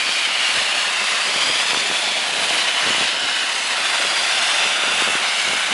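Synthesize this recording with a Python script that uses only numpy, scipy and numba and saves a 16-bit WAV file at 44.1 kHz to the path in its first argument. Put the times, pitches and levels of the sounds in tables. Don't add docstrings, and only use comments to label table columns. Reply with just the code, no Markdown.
import sys
import numpy as np
from scipy import signal
from scipy.fft import rfft, irfft
from scipy.io import wavfile
from scipy.ndimage import uniform_filter1d, map_coordinates
from numba import njit

SR = 44100
rng = np.random.default_rng(int(sys.argv[2]) if len(sys.argv) > 2 else 0)


def digitize_waveform(pressure):
    field = np.atleast_2d(pressure).T
    bounded = np.clip(field, -1, 1)
    quanta = np.round(bounded * 32767).astype(np.int16)
    wavfile.write(sys.argv[1], SR, quanta)


N = 252687
T = np.arange(N) / SR
FREQ = np.maximum(np.arange(N // 2 + 1) * SR / N, 1)

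# time in seconds, level in dB.
JET_LEVEL = [(0, -23.5), (.16, -22), (.24, -22), (.29, -23.5), (.4, -21.5), (.52, -21), (.6, -19.5),
             (.67, -21), (.82, -21), (.92, -22), (1.05, -21.6), (1.22, -21.5), (1.29, -22.5), (1.42, -21),
             (1.55, -21), (1.85, -22), (2.33, -23), (2.41, -20), (2.58, -20), (2.72, -22), (2.85, -20),
             (3.03, -19.7), (3.11, -21), (3.4, -21.9), (3.5, -23), (3.82, -21.5), (3.98, -20.5),
             (4.13, -21), (4.3, -21), (4.56, -20), (4.65, -20.5), (4.74, -22), (4.83, -22), (4.89, -20.5),
             (4.95, -21.5), (5.04, -21), (5.12, -24.5), (5.19, -22.5), (5.4, -21.5), (5.73, -22)]
# start in seconds, echo lag in ms, then pitch in Hz and
WAND_AIMS = [(0, 1.3, 2370, 0.9, 3180, 1, 4400, 0.45), (.26, 1.43, 2290, 0.6, 2850, 0.5, 4500, 0.6),
             (.52, 1.14, 2630, 0.23, 2870, 0.25, 4400, 0.25), (.9, 1.04, 2130, 0.2, 2650, 0.35, 4530, .45),
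             (1.13, 1.06, 2620, 0.3, 2850, 0.25, 4560, .55),
             (1.27, 0.89, 2450, 0.34, 3280, 0.74, 4850, 0.9), (1.6, 1.14, 2490, 0.3, 3460, .75, 4740, 0.6),
             (1.9, 1.27, 2530, 0.2, 3400, 0.76, 4220, 0.3), (2.25, 1.25, 2500, 0, 2990, 0.45, 4020, 0.24),
             (2.65, 1.0, 2560, 0.45, 3020, 0.7, 4100, 0.15), (3.06, 1.32, 1540, 0.3, 2920, 0.7, 3600, 0.28),
             (3.45, 0.99, 2180, 0.4, 2900, 0.3, 4660, 0.25),
             (3.752, 1.454, 2360, 0.4, 3400, 0.5, 4910, 0.07),
             (4.3, 1.38, 2760, 0.45, 3440, 0.6, 5000, 0.3), (4.72, 1.378, 2660, 0.7, 3400, 0.65, 4870, 0),
             (5.2, 1.36, 2170, 0.4, 2970, 0.3, 4100, 0.25)]


def undb(db):
    return 10 ** (np.asarray(db) / 20)


def unit(x):
    return x / np.std(x)


def curve(table):
    return np.interp(T, *np.transpose(table))


def swells(table):
    return sum(height * np.exp(-((T - s) / half) ** 2) for s, half, height in table)


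def walk(rate):
    knots = rng.standard_normal(4096)
    return unit(map_coordinates(knots, [T * rate], order=1, mode="wrap"))


def colour(points):
    hz, db = np.transpose(points)
    return undb(np.interp(np.log(FREQ), np.log(hz), db))


def band(lo_hz, hi_hz, order=8):
    return ((1 + (lo_hz / FREQ) ** (2 * order)) * (1 + (FREQ / hi_hz) ** (2 * order))) ** -.5


def shape(x, gain):
    return unit(irfft(rfft(x) * gain, N))


def low_cut(x, hz):
    return signal.sosfilt(signal.butter(2, hz, "high", fs=SR, output="sos"), x)


def delayed(x, lag_ms):
    return map_coordinates(x, [(T - lag_ms / 1000) * SR], order=3)


@njit
def resonate(x, hz, width_hz):
    y, band_state, low_state = np.empty(len(x)), 0., 0.
    for i in range(len(x)):
        tuning, damping = np.tan(np.pi * hz[i] / SR), width_hz / hz[i]
        swing = (band_state + tuning * (x[i] - low_state)) / (1 + tuning * (tuning + damping))
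        band_state = 2 * swing - band_state
        low_state += 2 * tuning * swing
        y[i] = damping * swing
    return y


def held(values, move_s=0.061):
    starts = np.transpose(WAND_AIMS)[0]
    spot = np.maximum(np.searchsorted(starts, T, side="right") - 1, 0)
    return uniform_filter1d(values[spot], int(move_s * SR))


def aim():
    return [held(column) for column in np.transpose(WAND_AIMS)[1:]]


def tremble(hz):
    return hz * (1 + .012 * walk(8))


def turbulence(gain, flicker_db):
    return shape(rng.standard_normal(N), gain) * undb(flicker_db * walk(65))


def pellets(per_s, scatter_db):
    hits = rng.random(N) < per_s / SR
    return unit(hits * rng.choice([-1, 1], N) * undb(scatter_db * rng.standard_normal(N)))


def enclosure(x, t60_s, wet_db, turns_per_s):
    tails = rng.standard_normal((2, N)) * np.exp(-np.log(1000) * T / t60_s) * (T > .004)
    one, other = (irfft(rfft(x) * rfft(tail / np.linalg.norm(tail)), N) for tail in tails)
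    turn = 2 * np.pi * turns_per_s * T
    wet = np.cos(turn) * one + np.sin(turn) * other
    return (x + undb(wet_db) * wet) / np.hypot(1, undb(wet_db))


def echoes(x, casing_share, pipe_share, sway_ms, pipe_count):
    lag_ms, *_ = aim()
    treble = low_cut(x, 4200)
    paths_ms = [held(rng.uniform(0.707, 2.4, len(WAND_AIMS))) + sway_ms * walk(2.6)
                for _ in range(pipe_count)]
    pipes = sum(delayed(treble, ms) for ms in paths_ms)
    return x + casing_share * delayed(x, lag_ms) + pipe_share * pipes


def hollow():
    # pitch in Hz, width in Hz, relative level in dB.
    modes = [(685, 270, 5), (790, 190, -5)]
    # time in seconds, level in dB.
    drone_level = [(0, -39), (.6, -35.5), (1.6, -35.5), (2.5, -31.5), (2.7, -34), (3.55, -37), (4.2, -31),
                   (5.05, -32.5), (5.73, -36)]
    # frequency in Hz, relative level in dB.
    rumble_eq = [(53, -58), (90, -27.5), (216, -6), (253, -9), (287, -5.5), (318, -7), (512, -3.5),
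                 (600, 2), (780, -51), (1320, -120)]
    drone_db, jet_db = curve(drone_level), curve(JET_LEVEL)
    power = sum(undb(db) ** 2 / (1 + ((FREQ - hz) / (width / 2)) ** 2) for hz, width, db in modes)
    drone = turbulence(np.sqrt(power) * band(620, 960, order=5), flicker_db=1.14)
    rumble = turbulence(colour(rumble_eq) * band(98, 590, order=6), flicker_db=2.5)
    surge_db = jet_db - jet_db.mean() + drone_db - drone_db.mean()
    return drone * undb(drone_db - 0.1) + rumble * undb(-41.5 + 0.18 * surge_db)


def buffets():
    # time in seconds, level in dB, width in ms.
    puffs = [(.092, -18.5, 0.36), (.574, -20, 0.4), (1.361, -20, 0.6), (1.5, -17, 0.34), (1.558, -17, .2),
             (1.629, -15, 0.25), (1.733, -14, 0.34), (1.747, -10, .14), (1.773, -19, .4),
             (1.901, -20, 0.45), (1.914, -16.5, .2), (2.438, -12, 0.19), (2.508, -16, .28),
             (2.865, -18, 0.43), (2.874, -17, 0.32), (2.883, -20, .28), (2.898, -23, .4), (2.906, -21, .55),
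             (2.948, -14, 0.24), (2.982, -21, .4), (3.012, -20, 0.63), (3.024, -17.5, .4),
             (3.041, -19, 0.14), (4.05, -20, 0.31), (4.837, -23, .4), (4.881, -24, .4), (5.023, -17, .5),
             (5.068, -18, .3), (5.077, -14.5, .32), (5.087, -21, .45), (5.1, -17.5, 0.39),
             (5.154, -15.5, 0.31), (5.478, -19, .35), (5.534, -18, .35)]
    # middle in seconds, half length in seconds,
    # flutter level in dB, draught level in dB.
    flurries = [(0.093, 0.12, -49, -63), (0.588, 0.061, -47, -49.5), (.8, .04, -55, -57),
                (1.473, 0.14, -42, -53), (1.82, 0.16, -42.5, -58), (2.45, 0.22, -43, -55),
                (2.888, 0.045, -35, -48), (3.014, 0.053, -41, -51), (3.252, 0.04, -44, -53),
                (4.06, .025, -38, -74), (4.42, 0.15, -62, -66), (4.906, 0.09, -39, -57),
                (5.09, 0.055, -38, -53), (5.51, 0.068, -36.5, -51), (5.72, 0.035, -40, -55)]
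    push, spit = np.zeros(N), np.zeros(N)
    for s, db, width_ms in puffs:
        near = np.abs(T - s) < .02
        widths = (T[near] - s) * 1000 / width_ms
        push[near] += undb(db) * -widths * np.exp((1 - widths ** 2) / 2)
        spit[near] += undb(db) * np.exp(-(widths / 5.4) ** 2)
    grit = spit * shape(rng.standard_normal(N), band(340, 1230, order=2))
    flurry = swells([(s, half, undb(db)) for s, half, db, _ in flurries])
    flutter = flurry * shape(pellets(per_s=650, scatter_db=2.5), band(167, 630, order=3))
    still_air = undb(-83 + 3.5 * walk(7))
    gusts = swells([(s, half, undb(db)) for s, half, _, db in flurries])
    draught = (still_air + gusts) * turbulence(band(78, 120, order=2), flicker_db=2.5)
    return undb(-1.2) * low_cut(push, 140) + undb(-9.5) * grit + flutter + draught


def gap_and_crevice(x, width_hz):
    _, low_hz, low_ring, high_hz, high_ring, crevice_hz, crevice_ring = aim()
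    for hz, ring in ((low_hz, low_ring), (high_hz, high_ring), (crevice_hz, crevice_ring)):
        x = x + ring * resonate(x, tremble(hz), width_hz)
    return x


def pipe_fitting(x, hz, width_hz):
    # middle in seconds, half length in seconds, ring from 0 to 1.
    passes = [(4.6, .5, 0.23), (4.85, 0.094, 1)]
    return x + swells(passes) * resonate(x, np.full(N, hz), width_hz)


def valve_shadow(x, width_hz):
    # middle in seconds, half length in seconds, depth from 0 to 1.
    behind_valve = [(3.4, 0.57, 1)]
    # frequency in Hz, depth in the open, added depth in shadow (both 0 to 1).
    notches = [(1206, 0.1, 0.32), (2275, 0, 0.9), (3240, 0.04, 0.74)]
    shadow = swells(behind_valve)
    for hz, depth, added in notches:
        x = x - (depth + added * shadow) * resonate(x, tremble(hz), width_hz)
    return x


def slit_swishes(x, width_hz):
    # start and end in seconds, first and last pitch in Hz, ring from 0 to 1.
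    sweeps = [(.55, .72, 7650, 7200, .4), (0.923, 1.28, 9400, 10300, 0.7), (.98, 1.3, 7050, 6800, .45),
              (1.12, 1.5, 7750, 7350, 0.49), (1.32, 1.65, 9250, 9150, .4), (1.52, 2.18, 7100, 7380, 0.35),
              (2.378, 2.64, 10500, 10750, 1), (2.68, 2.98, 6180, 6330, .5), (2.85, 3.2, 7000, 6720, 0.6),
              (2.95, 3.08, 8950, 9100, 1), (3.1, 3.45, 5150, 5600, .7), (3.45, 3.74, 6250, 6500, .65),
              (3.504, 3.75, 8100, 7900, .5), (3.86, 4.22, 8150, 8250, .8), (3.9, 4.42, 4970, 4630, 0.8),
              (4.05, 4.38, 9950, 9500, 0.64), (4.2, 4.622, 5600, 5080, .6), (4.38, 4.68, 9100, 8850, .45),
              (4.5, 4.76, 5600, 5820, 0.6), (4.85, 5.15, 10300, 10050, .45), (5.42, 5.62, 6700, 6950, .5)]
    for start, end, from_hz, to_hz, ring in sweeps:
        across = np.clip((T - start) / (end - start), 0, 1)
        crossing = np.sqrt(np.abs(np.sin(np.pi * across)))
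        x = x + ring * crossing * resonate(x, from_hz + (to_hz - from_hz) * across, width_hz)
    return x


def feeder_pulse_db(pocket_hz):
    turn = 2 * np.pi * pocket_hz * T + 0.24 * walk(2.18)
    return 0.18 * np.cos(turn) + 0.39 * np.cos(2 * turn) + 0.62 * walk(70)


def blast():
    # frequency in Hz, relative level in dB.
    blast_eq = [(290, -41), (500, -11), (672, 6), (858, -4.5), (2870, -3), (4870, -6.5), (5610, -11),
                (11100, -18), (14000, -93), (22000, -120)]
    # time in seconds, level in dB relative to the jet.
    wash_level = [(0, -5.5), (.4, -6.2), (.6, -6), (.8, -5), (1.2, -4.5), (1.4, -5.5), (1.75, -6),
                  (2.2, -6.5), (2.45, -6), (2.86, -5), (3.15, -6.5), (3.45, -5), (3.8, -4.5), (4.46, -5),
                  (4.9, -6), (5.14, -0.5), (5.36, -6), (5.73, -3)]
    # time in seconds, level in dB relative to the jet.
    sizzle_level = [(0, -8), (.13, -7.5), (.3, -10.7), (.38, -10), (.52, -9), (.6, -9.6), (.7, -9.5),
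                    (1.2, -9.2), (1.5, -8), (2.3, -9), (2.42, -9), (2.65, -9.5), (3.02, -10.5),
                    (3.18, -12.5), (3.54, -8.5), (3.82, -10), (4.05, -8.8), (4.58, -8.5), (4.8, -9.4),
                    (4.89, -9), (4.97, -7), (5.05, -7), (5.12, -5.5), (5.22, -9.5), (5.48, -8),
                    (5.73, -9.2)]
    # middle in seconds, half length in seconds,
    # boost or cut of the hiss in dB.
    edges = [(.13, 0.085, 4), (.33, .06, -2), (2.08, .07, 2.5), (2.6, .04, 3), (3.33, 0.2, 1),
             (5.29, 0.043, 4), (5.62, .06, -3)]
    *_, crevice_ring = aim()
    edge_db = -9.5 + 3 * crevice_ring + swells(edges)
    tone = colour(blast_eq)
    roar = turbulence(tone * band(1947, 3870), flicker_db=0.52) * undb(-1.16)
    wash = turbulence(tone * band(940, 1940), flicker_db=.4) * undb(curve(wash_level))
    hiss = turbulence(tone * band(3940, 5500), flicker_db=0.55) * undb(edge_db)
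    impacts = pellets(per_s=14000, scatter_db=3) + rng.standard_normal(N)
    sizzle = shape(impacts, tone * band(5600, 18000)) * undb(curve(sizzle_level))
    level_db = curve(JET_LEVEL) + feeder_pulse_db(pocket_hz=16.05) - 0.33
    return (roar + wash + hiss + sizzle) * undb(level_db)


def scene():
    jet = gap_and_crevice(blast(), width_hz=200.)
    jet = pipe_fitting(jet, hz=1440., width_hz=180.)
    jet = valve_shadow(jet, width_hz=170.)
    jet = slit_swishes(jet, width_hz=230.)
    jet = echoes(jet, casing_share=0.13, pipe_share=.17, sway_ms=.055, pipe_count=4)
    mono = enclosure(jet + hollow(), t60_s=0.22, wet_db=-13.0, turns_per_s=0.24) + buffets()
    return np.array([mono, mono])


def record(dry):
    top_cut = signal.ellip(14, .1, 80, 11050, fs=SR, output="sos")
    return signal.sosfilt(top_cut, low_cut(dry, 42))


dry = scene()
out = record(dry)
digitize_waveform(out)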